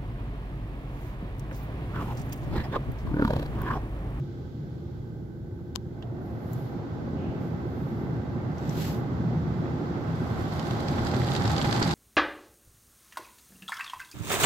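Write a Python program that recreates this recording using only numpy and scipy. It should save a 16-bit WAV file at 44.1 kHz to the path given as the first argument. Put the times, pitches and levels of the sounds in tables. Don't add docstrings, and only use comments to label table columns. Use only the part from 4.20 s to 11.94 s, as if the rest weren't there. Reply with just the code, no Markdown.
import sys
import numpy as np
from scipy.fft import rfft, irfft, next_fast_len
from scipy.io import wavfile
from scipy.ndimage import map_coordinates

SR = 44100
rng = np.random.default_rng(int(sys.argv[2]) if len(sys.argv) > 2 else 0)


def persist_wave(psi):
    counts = np.round(np.clip(psi, -1, 1) * 32767).astype(np.int16)
    wavfile.write(sys.argv[1], SR, np.atleast_2d(counts).T)


N = 341334

# time in seconds, thump level in dB, slap level in dB.
STRIP_WEIGHT = [(0, -41, -47), (1.6, -41, -48.5), (1.9, -41.5, -41.5), (2.3, -35.5, -39.5),
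                (2.8, -35.5, -38), (3.1, -32, -34), (3.3, -35, -37), (3.7, -33.5, -37), (4.35, -32.5, -37),
                (4.8, -31, -35), (5.3, -29.5, -36.5), (5.7, -32.5, -35), (6.1, -31.5, -35),
                (6.45, -31.5, -37.5), (6.7, -30.5, -32.5), (7.3, -28, -32), (7.74, -31, -32)]
# time in seconds, level in dB.
SCRUB_LEVEL = [(0, -18), (.9, -20.5), (1.2, -26), (1.62, -23.5), (1.82, -11.5), (2.3, -5), (2.85, -5),
               (3.12, -3), (3.6, -3), (4.6, 0), (5.3, 0), (6.3, 4.5), (7.0, 6.5), (7.74, 8.5)]
# peak time in seconds, level in dB, pitch in Hz, half length in seconds.
BOOMS = [(0.021, -23, 133.7, 0.033), (0.425, -32, 149, 0.054), (1.335, -28, 106.7, .02),
         (1.913, -27, 115.3, 0.021), (2.356, -25, 123.2, 0.039), (2.453, -29, 126, 0.046),
         (3.93, -30, 125.8, 0.048), (4.273, -25, 122, 0.019), (4.492, -25.5, 158, 0.019),
         (4.593, -24, 156.8, 0.027), (5.07, -25.5, 162, 0.031), (5.164, -21.5, 157, .037),
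         (5.259, -21, 159.2, 0.03), (5.454, -24, 119.6, .026), (5.906, -22.5, 160.3, 0.032),
         (6.706, -22, 147, 0.015), (7.028, -21.5, 125.8, 0.031), (7.272, -23, 116.7, 0.027),
         (7.516, -23, 120.3, 0.016), (7.686, -25, 164.4, 0.046)]
# time in seconds, level in dB.
HARD_SLAPS = [(1.389, -51), (1.965, -51), (3.347, -43), (4.417, -41), (6.782, -26.5), (6.861, -35),
              (6.936, -28), (7.211, -26), (7.248, -28), (7.299, -23), (7.393, -26.5), (7.444, -20.5),
              (7.546, -26), (7.579, -27), (7.616, -20), (7.661, -25), (7.698, -25.5)]
# time in seconds, level in dB.
SPRAY_LEVEL = [(0, -67.5), (.72, -70), (1.1, -75.5), (1.9, -72.5), (2.4, -65.5), (4.3, -64.5), (4.9, -62),
               (5.85, -59.5), (6.35, -52), (7.35, -42), (7.74, -41.5)]
# time in seconds, level in dB, pitch in Hz.
BIG_DROPS = [(6.3226, -38, 4290), (6.3944, -32, 3170), (6.4683, -37, 3310), (6.5075, -33.5, 3530),
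             (6.602, -41, 4280), (6.6832, -30.5, 4710), (6.868, -29, 4730), (6.913, -31.5, 4310),
             (6.9432, -31.5, 3820), (6.9638, -34.5, 3480), (7.0035, -35.5, 4790), (7.0214, -43, 4340),
             (7.0847, -34, 2910), (7.1174, -29.5, 3700), (7.1499, -25, 3970), (7.1625, -24.5, 3770),
             (7.2194, -33.5, 3800), (7.2537, -27.5, 3700), (7.2763, -28.5, 4000), (7.305, -32, 3830),
             (7.3315, -33.5, 3610), (7.3635, -28, 3390), (7.38, -24, 4630), (7.4135, -25, 3110),
             (7.4568, -33.5, 3640), (7.51, -28.5, 3980), (7.5258, -23, 4600), (7.549, -30.5, 3840),
             (7.5618, -26, 3150), (7.6259, -19, 4600), (7.643, -34, 4780), (7.675, -28, 4000),
             (7.691, -29, 4550), (7.7098, -24, 3860)]
# peak time in seconds, level in dB, rise and fall in seconds, extra hiss in dB.
CLOTH_SLIDES = [(2.07, -77, 0.066, 0.12, 6.5), (2.35, -68.5, 0.12, 0.16, 6.5),
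                (3.25, -70.5, 0.06, 0.07, 1.5), (3.66, -74, 0.22, 0.25, 4.5), (4.5, -60, 0.15, 0.051, -6),
                (4.63, -49.5, 0.085, 0.12, 1)]
# start in seconds, level in dB, left minus right in dB,
# treble tilt in dB per octave, echo level in dB, ringing pitch in Hz.
HAND_TICKS = [(1.5532, -20, 18, 0.5, -17.5, 1040), (1.5553, -13, 23, -0.5, -13, 1040),
              (1.5577, -18.5, 21, 4, -12.5, 1040), (1.5593, 2.5, 25, 2, -35.5, 1040),
              (1.825, -26, -2, -8, -6.5, 3150), (2.326, -42, -6, 7.5, -18, 7000),
              (2.333, -42.5, 6, 22, -12.5, 6960), (4.382, -34, 4, 2.5, -3, 5800),
              (4.494, -26.5, 5, 3.5, -4.5, 6000)]

# pitch in Hz, width in Hz, level in dB.
PANEL_MODES = [(77.2, 10, 5), (117.5, 27, 1.5), (158.6, 20, -2), (272, 40, -2.5), (350.7, 27, 4),
               (530, 22, -7.5), (827, 49, 2.5), (1543, 23, 4), (1844, 98, 1), (2044, 46, 9),
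               (2216, 57, 5.5)]
HOOD_MODES = [(667, 270, 0)]
BODY_MODES = [(44, 23, 0)]
WINDSHIELD_MODES = [(805.4, 58, 0), (1234, 320, -3.5), (2000, 300, -6)]
PUMP_MODES = [(51, 39, 2), (347, 26, 8.5), (830, 31, -15), (1525, 57, -10.5), (2033, 96, -24)]

# frequency in Hz, level in dB.
THUMP_TONE = [(20, -35.5), (40, -29.5), (65, -10.5), (110, -2), (165, 0), (215, -4.5), (300, -17.5),
              (600, -84.5)]
SLAP_TONE = [(130, -31), (220, 1.5), (290, -3), (380, -5.5), (480, -8), (600, -14), (900, -21.5),
             (2000, -81.5)]
SCRUB_TONE = [(350, -20), (520, 2.5), (610, 3), (740, 4.5), (830, 0), (1020, 0.5), (1380, -1.5), (1650, -8),
              (2200, -20), (2700, -16.5), (5000, -56.5)]
KNOCK_TONE = [(250, 0), (550, -6.5), (790, 3.5), (1100, -4.5), (1500, -5), (2300, -20), (4000, -19.5),
              (9000, -65.5)]
SMACK_TONE = [(500, -11), (850, 5.5), (1300, 4.5), (2100, -6.5), (3200, -9), (5000, -14), (8000, -31),
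              (10000, -50)]
MIST_TONE = [(900, -26), (2000, 2), (2700, -2.5), (3300, 4), (4700, 0), (5600, -4), (7800, -11.5),
             (9000, -58), (11500, -14.5), (13500, -20), (16000, -30)]
PATTER_TONE = [(700, -13.5), (1300, 8), (2000, 2.5), (2700, -8), (3300, -4), (4700, -0.5), (5600, -11),
               (7800, -6.5), (9000, -20.5), (11500, -8.5), (13500, -21.5), (16000, -38)]
FIZZ_TONE = [(5000, -14), (8000, -1), (9000, -9), (11500, 2.5), (13500, -4), (15700, -14)]
SWISH_TONE = [(1200, 0), (1700, 7), (2300, 9), (2850, 12), (3500, -1), (5000, -10), (8000, -30)]
SPLASH_TONE = [(600, -8), (1000, 1), (1500, 2), (2500, -2), (3200, 0), (4700, 1), (5800, -6), (7800, -8),
               (9000, -24), (11500, -26), (15000, -48)]
WEAVE_TONE = [(900, -9), (1600, 9.5), (2400, 8), (3000, 9), (4100, 9), (6000, 5), (7900, 3), (9000, -24.5),
              (11000, -26)]
FIBRE_TONE = [(4000, -6.5), (7500, -24), (9200, -15), (11300, 2), (13500, 4), (14600, -4), (15700, -8)]
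TICK_TONE = [(200, -1), (600, -4), (1050, 5), (2200, -11), (3100, 1.5), (5000, -2), (7700, -6.5),
             (8800, -27.5), (11500, -14), (15500, -26)]
RUMBLE_TONE = [(20, -28), (40, -15.5), (55, -6), (105, 1), (158, -1.5), (200, -8), (360, -11), (515, -15.5),
               (565, -30), (800, -33), (1000, -36.5), (1300, -31.5), (1900, -47), (2700, -53), (7600, -50),
               (9200, -90)]
AIR_TONE = [(9000, -19.5), (10600, 6), (12000, 4), (15700, 4.5)]

# frequency in Hz, likeness (1 is the same, 0 unrelated).
EAR_LIKENESS = [(60, 1), (140, 0.9), (300, 0.75), (650, 0.67), (1400, -0.24), (4000, 0.07), (12000, 0)]
# frequency in Hz, left minus right in dB.
EAR_BALANCE = [(100, 0), (200, -1.7), (380, -1.5), (800, -2.5), (1500, -4.5), (4400, -3.5), (12000, -2)]


def brushes(scrub_db=-43):
    contact_db, = curves(SCRUB_LEVEL)
    thump_db, slap_db = curves(STRIP_WEIGHT)
    bunching = wobble(22)
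    thumps = cabin(panels(impacts(rate=450, spread_db=0)), THUMP_TONE)
    tips = cabin(panels(impacts(rate=800, spread_db=2.5)), SLAP_TONE)
    slips = cabin(panels(impacts(rate=1300, spread_db=1.5) + 0.99 * noise()), SCRUB_TONE)
    return (amp(thump_db) * thumps
            + amp(slap_db + 0.41 * bunching) * tips
            + amp(scrub_db + contact_db + 0.42 * bunching) * slips)


def booms(gain_db=-2):
    t = np.arange(N) / SR
    drift = 0.47 * wobble(70)
    out = np.zeros(N)
    for peak_s, db, hz, half_s in BOOMS:
        tone = np.sin(2 * np.pi * (hz * t + rng.random()) + drift)
        out += amp(db + gain_db) * swell(peak_s, half_s, half_s) * tone
    return out


def hood(level_db=-54):
    drag = noise() + impacts(rate=480, spread_db=1)
    roar = filtered(drag, lambda hz: resonances(HOOD_MODES, hz))
    return amp(level_db) * swell(peak_s=1.865, rise_s=0.1, fall_s=1.47) * cabin(roar, SCRUB_TONE)


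def slaps(knock_db=-4, smack_db=-10, knock_t60=0.086, smack_t60=0.067, delay_s=0.00161):
    t = np.arange(-SR // 50, SR // 8) / SR
    knock = cabin(panels(noise()), KNOCK_TONE)
    smack = cabin(noise(), SMACK_TONE)
    out = np.zeros((2, N + SR))
    for layer_db, t60, sound in [(knock_db, knock_t60, knock), (smack_db, smack_t60, smack)]:
        shape = burst(t, rise_t60=0.017, fall_t60=t60)
        shape_rms = np.sqrt(np.mean(shape ** 2))
        for time_s, db in HARD_SLAPS:
            pick = rng.integers(N - len(t))
            blow = unit(shape * sound[:, pick:pick + len(t)]) * shape_rms
            start = round((time_s + delay_s + t[0]) * SR)
            out[:, start:start + len(t)] += amp(db + layer_db) * blow
    return out[:, :N]


def shudder(level_db=-45):
    shake = filtered(noise(), lambda hz: resonances(BODY_MODES, hz))
    return amp(level_db) * swell(peak_s=6.8, rise_s=0.17, fall_s=0.17) * cabin(shake, THUMP_TONE[:3])


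def spray(mist_db=3, patter_db=2, near_db=-48, swish_db=-57, fizz_db=-64.5):
    level_db, = curves(SPRAY_LEVEL)
    drop_share = 1 / (1 + amp(2 * (near_db - level_db)))
    mist = amp(mist_db) * np.sqrt(1 - drop_share) * cabin(noise(), MIST_TONE)
    drops = droplets()
    clumps_db = 1.4 * wobble(28) + 2.4 * wobble(160)
    patter = amp(patter_db + clumps_db) * np.sqrt(drop_share) * cabin(drops + 1.27 * noise(), PATTER_TONE)
    swish = swell(peak_s=3.0, rise_s=0.031, fall_s=0.23) * cabin(noise(), SWISH_TONE)
    fizz = swell(peak_s=6.3, rise_s=0.35, fall_s=0.45) * cabin(noise(), FIZZ_TONE)
    return amp(level_db) * (mist + patter) + amp(swish_db) * swish + amp(fizz_db + clumps_db) * fizz


def droplets(rate=840, pitch_hz=5600, pitch_spread=0.5, fade_cycles=0.5, spread_db=7):
    t = np.arange(SR // 200) / SR
    count = int(rate * N / SR)
    showers = []
    for starts in rng.integers(0, N, (2, count, 1)):
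        pitch, size = np.clip(rng.standard_normal((count, 2)).T[..., None], -2.2, 2.2)
        hz = pitch_hz * np.exp(pitch_spread * pitch)
        cycles = hz * t
        shape = cycles * np.exp(-cycles / fade_cycles)
        blips = amp(spread_db * size) * np.sqrt(hz) * shape * np.sin(2 * np.pi * cycles)
        places = starts + np.arange(len(t))
        showers.append(np.bincount(places.ravel(), blips.ravel(), N)[:N])
    return unit(np.array(showers))


def big_drops(crack_db=-3, splash_db=-14, knock_db=-7, ring_db=6, ring_width_hz=700, delay_s=0.0018):
    t = np.arange(-SR // 20, SR // 10) / SR
    crack = amp(crack_db) * burst(t, rise_t60=0.0044, fall_t60=0.0089)
    splash = amp(splash_db) * burst(t, rise_t60=0.065, fall_t60=0.16)
    knock = amp(knock_db) * burst(t, rise_t60=0.0044, fall_t60=0.037)
    pings, knock_gain = np.zeros((2, N + SR)), np.zeros(N + SR)
    for time_s, db, pitch_hz in BIG_DROPS:
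        ring = [(pitch_hz, ring_width_hz, ring_db)]
        ping = filtered(rng.standard_normal((2, len(t))),
                        lambda hz: amp(along(SPLASH_TONE, hz)) * np.sqrt(1.5 + resonances(ring, hz)))
        start = round((time_s + delay_s + t[0]) * SR)
        pings[:, start:start + len(t)] += amp(db) * (crack + splash) * unit(ping)
        knock_gain[start:start + len(t)] += amp(db) * knock
    return pan(-3) * pings[:, :N] + knock_gain[:N] * cabin(panels(noise()), KNOCK_TONE)


def windshield(gain_db=2.5):
    level_db, = curves(SPRAY_LEVEL)
    drumming = filtered(impacts(rate=600, spread_db=1.5), lambda hz: resonances(WINDSHIELD_MODES, hz))
    return amp(level_db + gain_db) * cabin(drumming, KNOCK_TONE)


def cloth(weave_db=7, firm_db=-47):
    slide, hiss = np.zeros((2, N))
    for peak_s, db, rise_s, fall_s, hiss_db in CLOTH_SLIDES:
        stroke = amp(db) * swell(peak_s, rise_s, fall_s)
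        slide += stroke
        hiss += amp(hiss_db) * stroke
    rasp = amp(weave_db) * slide * (slide / amp(firm_db)) ** 0.21
    catching = amp(0.5 * wobble(25) + 1.1 * wobble(220))
    fibres = unit(coloured(noise() + 0.5 * impacts(rate=3700, spread_db=1), FIBRE_TONE))
    weave = unit(coloured(noise() + 0.5 * impacts(rate=1300, spread_db=2.5), WEAVE_TONE))
    return catching * (hiss * fibres + rasp * weave)


def ticks(echo_gain_db=-8, echo_t60=0.042, pivot_hz=3500, ring_width_hz=350, ring_db=11):
    t = np.arange(SR // 10) / SR
    octaves = lambda hz: np.log2(np.maximum(hz / pivot_hz, 0.5))
    out = np.zeros((2, N + SR))
    for start_s, db, pan_db, tilt, echo_db, ring_hz in HAND_TICKS:
        ring = [(ring_hz, ring_width_hz, ring_db)]
        trim = filtered(rng.standard_normal((2, len(t))), lambda hz: np.sqrt(0.5 + resonances(ring, hz)))
        click = t == 0
        echo = amp(echo_gain_db + echo_db - 60 * t / echo_t60) * trim
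        tick = filtered(click + echo, lambda hz: amp(along(TICK_TONE, hz) + tilt * octaves(hz)))
        start = round(start_s * SR)
        out[:, start:start + len(t)] += amp(db) * unit(pan(pan_db)) * tick
    return out[:, :N]


def machinery(rumble_db=-42, whine_db=-47):
    motors = filtered(noise(), lambda hz: np.sqrt(1 + resonances(PANEL_MODES[:3], hz)))
    pumps = filtered(noise(), lambda hz: np.sqrt(resonances(PUMP_MODES, hz)))
    rumble = cabin(motors, RUMBLE_TONE)
    whine = cabin(pumps, tone=[(25, -23.5), (45, 2.5), (2100, -4.5), (2700, -25)])
    return amp(rumble_db + 0.87 * wobble(7.3)) * rumble + amp(whine_db + wobble(11)) * whine


def hum(pitch_hz=119.6, level_db=-47):
    gain = amp(level_db + 1.5 * wobble(3.5))
    return gain * np.sin(2 * np.pi * pitch_hz * np.arange(N) / SR + 0.64 * wobble(7))


def panels(x):
    return filtered(x, lambda hz: np.sqrt(1 + 2 * resonances(PANEL_MODES, hz)))


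def cabin(pair, tone):
    signs = np.array([[1], [-1]])
    likeness = lambda hz: np.clip(along(EAR_LIKENESS, hz), -0.99, 0.99)
    shared, opposed = filtered(pair, lambda hz: amp(along(tone, hz)) * np.sqrt(1 + signs * likeness(hz)))
    ears = np.array([shared + opposed, shared - opposed])
    return unit(filtered(ears, lambda hz: amp(signs * along(EAR_BALANCE, hz) / 2)))


def resonances(modes, hz):
    return sum(amp(db) ** 2 / (1 + (2 * (hz - pitch) / width) ** 2) for pitch, width, db in modes)


def impacts(rate, spread_db):
    hits = rng.random((2, N)) < rate / SR
    return unit(hits * amp(spread_db * noise()) * np.sign(noise()))


def noise():
    return rng.standard_normal((2, N))


def wobble(rate):
    points = rng.standard_normal(int(N * rate / SR) + 4)
    return map_coordinates(points, [np.arange(N) * rate / SR])


def swell(peak_s, rise_s, fall_s):
    t = np.arange(N) / SR - peak_s
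    return np.exp(-(t / np.where(t < 0, rise_s, fall_s)) ** 2)


def burst(t, rise_t60, fall_t60):
    return amp(-60 * np.maximum(t / fall_t60, -t / rise_t60))


def filtered(x, gain):
    n = x.shape[-1]
    size = 2 * next_fast_len(n // 2 + SR // 8)
    hz = np.fft.rfftfreq(size, 1 / SR)
    cepstrum = irfft(np.log(np.maximum(gain(hz), 1e-6)))
    cepstrum[..., 1:size // 2] *= 2
    cepstrum[..., size // 2 + 1:] = 0
    return irfft(rfft(x, size) * np.exp(rfft(cepstrum)), size)[..., :n]


def coloured(x, tone):
    return filtered(x, lambda hz: amp(along(tone, hz)))


def along(points, hz):
    point_hz, values = np.transpose(points)
    return np.interp(np.log(hz + 1), np.log(point_hz), values)


def curves(rows):
    times, *columns = np.transpose(rows)
    return [np.interp(np.arange(N) / SR, times, column) for column in columns]


def pan(db):
    return amp([[db / 2], [-db / 2]])


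def unit(x):
    return x / np.sqrt(np.mean(x ** 2) + 1e-20)


def amp(db):
    return 10 ** (np.asarray(db) / 20)


def scene(air_db=-75):
    air = amp(air_db) * unit(coloured(noise(), AIR_TONE))
    body = brushes() + booms() + hood() + slaps() + shudder() + windshield()
    return body + machinery() + hum() + spray() + big_drops() + cloth() + ticks() + air


def record(dry, top_hz=15750):
    size = next_fast_len(N + SR // 2)
    passes = np.fft.rfftfreq(size, 1 / SR) < top_hz
    return irfft(rfft(dry, size) * passes, size)[:, :N]


dry = scene()
out = record(dry)
persist_wave(out)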